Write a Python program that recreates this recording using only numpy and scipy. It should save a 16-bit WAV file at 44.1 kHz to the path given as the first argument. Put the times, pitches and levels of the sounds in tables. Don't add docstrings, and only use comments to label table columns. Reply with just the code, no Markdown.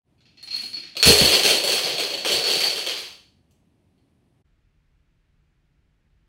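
import sys
import numpy as np
from scipy import signal
from scipy.fft import rfft
from scipy.io import wavfile
from scipy.ndimage import uniform_filter1d

SR = 44100
rng = np.random.default_rng(int(sys.argv[2]) if len(sys.argv) > 2 else 0)


def generate_wav(sig):
    pcm = np.round(np.clip(np.atleast_2d(sig).T, -1, 1) * 32767).astype(np.int16)
    wavfile.write(sys.argv[1], SR, pcm)


N = 276948


def amp(db):
    return 10 ** (np.asarray(db) / 20)


def read_curve(points, hz):
    table_hz, value = np.transpose(points)
    return np.interp(np.log(hz + 1), np.log(table_hz), value)


def colour(x, spectrum, size=8192):
    hz = abs(np.fft.fftfreq(size, 1 / SR))
    log_gain = np.log(amp(read_curve(spectrum, hz)))
    response = np.exp(np.conj(signal.hilbert(log_gain)))
    taps = np.fft.ifft(response).real[:size // 2]
    return signal.fftconvolve(x, taps)[:len(x)]


def unit_in_band(x, band_hz):
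    hz = np.fft.rfftfreq(len(x), 1 / SR)
    inside = (hz > band_hz[0]) & (hz < band_hz[1])
    return x / np.sqrt(2 * np.sum(abs(rfft(x)[inside]) ** 2) / len(x))


def add(mix, s, sound):
    part = mix[max(round(s * SR), 0):][:len(sound)]
    part += sound[:len(part)]


def room_tone(start_s=0.069, fade_s=0.074, dip_at_s=4.435, dip_s=0.011, early_db=-63.5, late_db=-61.5):
    # (frequency [Hz], relative density [dB])
    early_spectrum = [(15, -43.5), (25, -14), (86, 0.5), (213, -5), (363, -10.5), (475, -20), (655, -18.5),
                      (1350, -30.5), (2630, -30), (4500, -36), (7280, -43), (9270, -38), (15000, -51.5)]
    late_spectrum = [(15, -37), (25, 3), (54, -6.5), (118, -16), (154, -10.5), (181, -21.5), (335, -27.5),
                     (450, -33), (543, -35.5), (1150, -38.5), (1350, -36), (2370, -37), (15000, -63)]
    t = np.arange(N) / SR
    early = colour(rng.standard_normal(N), early_spectrum)
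    late = colour(rng.standard_normal(N), late_spectrum)
    rumble = np.where(t < dip_at_s, amp(early_db) * early / early.std(), amp(late_db) * late / late.std())
    dip = np.clip(abs(t - dip_at_s) / dip_s - .6, .03, 1)
    fade_in = np.clip((t - start_s) / fade_s + .5, .01, 1)
    return rumble * dip * fade_in


def burst(spectrum, t60, size=4096):
    decay = amp(-60 * np.arange(size) / SR / t60)
    return colour(rng.standard_normal(size) * decay, spectrum)


def ringing(modes, pitch=1, size=4096):
    t = np.arange(size) / SR
    hz, db, t60 = np.transpose(modes)[:, :, None]
    return amp(db - 60 * t / t60) * np.sin(2 * np.pi * hz * pitch * t)


def tile_ring(pitch, split_hz=6000):
    # (frequency at pitch 1 [Hz], relative level [dB], t60 [s])
    modes = [(4300, 0, .08), (4660, -14, .04), (8200, -30, .05), (9700, -26, .07), (10700, -17, .06),
             (14950, -22, .03)]
    partials = ringing(modes, pitch)
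    low = np.transpose(modes)[0] < split_hz
    return [part / np.linalg.norm(part) for part in (partials[low].sum(0), partials[~low].sum(0))]


def bedroom(direct_db, early_db=-11.5, early_s=.016, build_s=.006, echoes_per_s=5000):
    # (frequency [Hz], t60 [s])
    decay_times = [(100, .5), (500, 0.43), (2500, 0.45), (4500, .45), (9000, 0.46), (15000, 0.37)]
    size = SR * 3 // 4
    echoes = rng.choice([-1., 1.], size) * (rng.random(size) < echoes_per_s / SR)
    hz, t, bands = signal.stft(echoes, SR, nperseg=256)
    decay = amp(-60 * t / read_curve(decay_times, hz)[:, None])
    tail = signal.istft(bands * decay, SR, nperseg=256)[1][:size]
    tail *= np.minimum(np.arange(size) / SR / build_s, 1)
    path = tail / np.linalg.norm(tail)
    walls = rng.random(size=8)
    arrivals = ((.001 + walls * early_s) * SR).astype(int)
    path[arrivals] += amp(early_db) * (1 - walls / 2) * rng.choice([-1, 1], len(walls))
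    path[0] += amp(direct_db)
    return path / np.linalg.norm(path)


def clatter(hits, clack_spectrum, body_spectrum, contact_t60, detune,
            ring_db, overtone_db, knock_db, edge_db, direct_db, spot_count):
    # (time [s], pitch [factor])
    pitch_rise = [(0.95, 1.005), (1.1, 1.018), (2.1, 1.02), (2.42, 1.042)]
    # (frequency [Hz], relative density [dB])
    edge_spectrum = [(3500, -29), (6000, 0), (7400, -1.5), (8400, 3), (9300, -1), (10300, -4.5),
                     (11100, 0.5), (12000, -6), (14500, -9), (15600, -5)]
    out = np.zeros(N)
    spots = np.arange(len(hits)) % spot_count
    tunings = rng.triangular(-1, 0, 1, len(hits))
    pitches = np.linspace(.96, 1.08, 61)
    tiles = [tile_ring(pitch) for pitch in pitches]
    for spot in range(spot_count):
        clack = unit_in_band(burst(clack_spectrum, contact_t60), band_hz=(2000, 4000))
        edge = unit_in_band(burst(edge_spectrum, t60=0.016), band_hz=(7000, 15000))
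        knock = unit_in_band(burst(body_spectrum, t60=0.047), band_hz=(300, 800))
        contacts = np.zeros(int(hits[:, 0].max() * SR) + len(clack))
        for (s, db, ring, body, hard), tuning in zip(hits[spots == spot], tunings[spots == spot]):
            pitch = np.interp(s, *np.transpose(pitch_rise)) + detune * tuning
            ping, overtones = tiles[np.argmin(abs(pitches - pitch))]
            bright = amp(hard) * (amp(edge_db) * edge + amp(overtone_db) * overtones)
            collision = clack + amp(ring + ring_db) * ping + bright + amp(body + knock_db) * knock
            add(contacts, s, amp(db) * collision)
        add(out, 0, signal.fftconvolve(contacts, bedroom(direct_db)))
    return out


def bounces(strikes, level_db, gap_s, loss_db, count=3):
    hits = strikes.copy()
    hits[:, 1] += level_db
    out = [hits]
    for wait in rng.uniform(.3, 1.7, (len(hits), count)).T:
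        hits = hits.copy()
        hits[:, 0] += gap_s * wait
        hits[:, 1] -= loss_db
        out.append(hits)
    return np.vstack(out)


def first_tiles(cascades, harder_db):
    return [(s, db + harder_db, ring, knock, edge) for s, db, pour_s, ring, knock, edge in cascades]


def cascade(s, db, pour_s, ring, knock, edge, settle_s=.25, settle_db=29, soften_db=8):
    return [(s, db, ring, knock, edge),
            (s + pour_s, db, ring, knock, edge),
            (s + pour_s + settle_s, db - settle_db, ring, knock, edge - soften_db)]


def tumble(curve, per_s, spread_db, ring_spread_db, lead_s, level_db):
    s, *levels = np.transpose(curve)
    delay, size, freedom = rng.random((400, 3)).T
    times = s[0] + (np.arange(len(delay)) + 2 * delay) / per_s
    power = amp(spread_db * (2 * size - 1)) ** 2
    power *= SR / per_s / uniform_filter1d(power, size=9)
    hits = np.column_stack([times] + [np.interp(times + lead_s, s, level) for level in levels])
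    hits[:, 1] += 10 * np.log10(power) + level_db
    ring = amp(ring_spread_db * (2 * freedom - 1)) ** 2
    hits[:, 2] += 10 * np.log10(ring / ring.mean())
    return hits[times < s[-1]]


def tower_top(cascades, strikes):
    # (frequency [Hz], relative density [dB])
    scrape_spectrum = [(150, -22.5), (600, -22), (1000, -20), (1500, -12), (2000, -5.5), (2600, 2.5),
                       (3300, 0.5), (3900, -3.5), (4700, -0.5), (5400, -9), (6500, -15.5), (8000, -27.5),
                       (16000, -49)]
    tower_spectrum = [(40, -25.5), (120, 1), (210, 7), (290, 11), (380, 3), (500, -5), (750, -5),
                      (1100, -15), (2000, -29), (6000, -60.5)]
    streams = [tumble(cascade(*row), per_s=140, spread_db=5.5, ring_spread_db=4.5,
                      lead_s=0.0099, level_db=-3.5) for row in cascades]
    strikes = np.vstack([strikes, first_tiles(cascades, harder_db=5.5)])
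    hits = np.vstack(streams + [bounces(strikes, level_db=21, gap_s=0.01, loss_db=11.5)])
    return clatter(hits, scrape_spectrum, tower_spectrum, contact_t60=0.028, detune=0.024, ring_db=0,
                   overtone_db=-2, knock_db=-2.5, edge_db=-1, direct_db=-4.5, spot_count=12)


def floor_showers(cascades, strikes):
    # (frequency [Hz], relative density [dB])
    clack_spectrum = [(150, -32.5), (500, -14), (1000, -11), (1600, -11.5), (2200, -4.5), (3200, 1.5),
                      (3650, -2.5), (4400, 0), (5200, -8), (6300, -9), (8000, -24.5), (16000, -39.5)]
    board_spectrum = [(40, -42), (100, -29), (150, -13.5), (240, -13), (330, -1.5), (430, 3), (580, 1.5),
                      (750, -2.5), (1000, -15), (2000, -30), (6000, -60)]
    streams = [tumble(cascade(*row), per_s=170, spread_db=9, ring_spread_db=5.5,
                      lead_s=.012, level_db=-1) for row in cascades]
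    strikes = np.vstack([strikes, first_tiles(cascades, harder_db=9.5)])
    hits = np.vstack(streams + [bounces(strikes, level_db=19, gap_s=.011, loss_db=7)])
    return clatter(hits, clack_spectrum, board_spectrum, contact_t60=0.01, detune=.028, ring_db=-1.5,
                   overtone_db=-11, knock_db=0.09, edge_db=-0.28, direct_db=-5, spot_count=20)


def bending_wave(size, top_hz=300, end_hz=45, fall_s=.016, rise_s=0.0036, t60=0.073):
    t = np.arange(size) / SR
    hz = end_hz + (top_hz - end_hz) * np.exp(-t / fall_s)
    envelope = np.minimum(t / rise_s, 1) * amp(-60 * t / t60)
    return envelope * np.sin(2 * np.pi * np.cumsum(hz) / SR)


def thuds(thud_db=-11, boom_db=-3.5, wave_db=-1, t60=0.088, size=22050):
    # (time [s], level [dB])
    landings = [(1.059, -15.5), (1.071, -13.5), (1.097, -13), (1.211, -15), (1.239, -20), (1.446, -38),
                (1.488, -39), (2.342, -34)]
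    # (frequency [Hz], relative density [dB])
    thud_spectrum = [(20, -39), (50, -12), (78, -1), (125, 3), (190, 0), (280, -4), (400, -14.5),
                     (1000, -43), (4000, -79.5)]
    # (frequency [Hz], relative level [dB], t60 [s])
    board_modes = [(76, -8.5, 0.31), (131, -6.5, .22), (290.7, -9, 0.18), (418, -6.5, .5), (480, -7, .2),
                   (560, -16, .2)]
    out = np.zeros(N)
    boards = amp(boom_db) * ringing(board_modes, size=size).sum(0) + amp(wave_db) * bending_wave(size)
    for s, db in landings:
        thud = burst(thud_spectrum, t60, size)
        thud /= np.std(thud[:SR // 50])
        add(out, s, amp(db) * (amp(thud_db) * thud + boards))
    return out


def scene(landing_s=0.95):
    # (time [s], clack [dB], pouring time [s], ring [dB], knock [dB], edge [dB])
    cascades = [(0.2554, -60.5, .02, -5.5, -7, -31), (0.3727, -54.5, 0.031, 2, -14, -28),
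                (0.5074, -39.5, .08, 10, -26, -17), (0.6114, -47, 0.041, 7.5, -9, -1.5),
                (0.732, -49, .07, 7, -10.5, -14), (0.8264, -45.5, .03, 0.5, -16, -34),
                (1.0554, -18.5, .05, 0.5, -4, -2), (1.1794, -20, .17, 0, -6, -6.5),
                (1.4344, -20, 0.08, -1.5, -5.5, -7.5), (1.6753, -24, 0.076, -2, -7.5, -6.5),
                (1.835, -29.5, .08, 1, -4, -10.5), (1.9827, -26.5, .025, -3, -4.5, -9),
                (2.1054, -33.5, 0.069, 2, -5, -11.5), (2.2488, -24.5, .1, -7.5, -5, -10),
                (2.44, -28.5, 0.028, 4, -3.5, -11), (2.4739, -26.5, 0.19, 2.5, -7.5, -8),
                (2.7594, -31, 0.021, 4.5, -8.5, -8.5), (2.8854, -31, 0.039, -9.5, -12.5, -13.5),
                (2.9754, -38.5, 0.019, -3, -16, -8)]
    # (time [s], clack [dB], ring [dB], knock [dB], edge [dB])
    strikes = [(0.1805, -66, -1, -4, -26), (0.206, -56, 0, -16, -29), (0.255, -57, -3, -10, -30),
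               (0.4283, -45, 15, -5, 0), (0.475, -37.5, 12, -22, -21), (0.5373, -41, 22, -30, -16),
               (0.5585, -42.5, 17.5, -9, 4), (0.6324, -38, 13.5, -6, -9), (0.732, -41, 17.5, -10.5, -17),
               (0.7692, -34, 9, -9.5, -29), (0.9537, -33.5, -5.5, -2, -18), (0.9678, -23, 12.5, -10, -10),
               (1.0001, -31, 14.5, -14, -4.5), (1.0277, -6, 0.5, -17, -7.5), (1.0713, -8, -0.5, -6.5, -1),
               (1.0846, -13.5, 11, -4, -8.5), (1.0968, -9, 0.5, -8.5, -7), (1.3274, -13.5, -6, -4, -15.5),
               (1.4776, -13, -1, -8.5, -7.5), (1.6385, -17, 5.5, 0.5, -2), (2.3192, -17.5, 5.5, -12, -3.5),
               (2.342, -26, 14, -17, -2.5), (2.865, -16.5, -18, -7, -11.5), (3.5094, -64, -18, -5, 1),
               (3.9794, -70, -3, -2, -13)]
    aloft = [[row for row in table if row[0] < landing_s] for table in (cascades, strikes)]
    landed = [[row for row in table if row[0] >= landing_s] for table in (cascades, strikes)]
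    return (tower_top(*aloft) + floor_showers(*landed) + thuds() + room_tone())[None]


def record(dry, low_cut_hz=40, high_cut_hz=15800, ceiling=1.5):
    thin = signal.sosfilt(signal.butter(2, low_cut_hz, "high", fs=SR, output="sos"), dry)
    rounded = ceiling * np.tanh(thin / ceiling)
    low_pass = signal.firwin(1023, high_cut_hz, window=("kaiser", 9), fs=SR)
    return signal.oaconvolve(rounded, low_pass[None], "same")


dry = scene()
out = record(dry)
generate_wav(out)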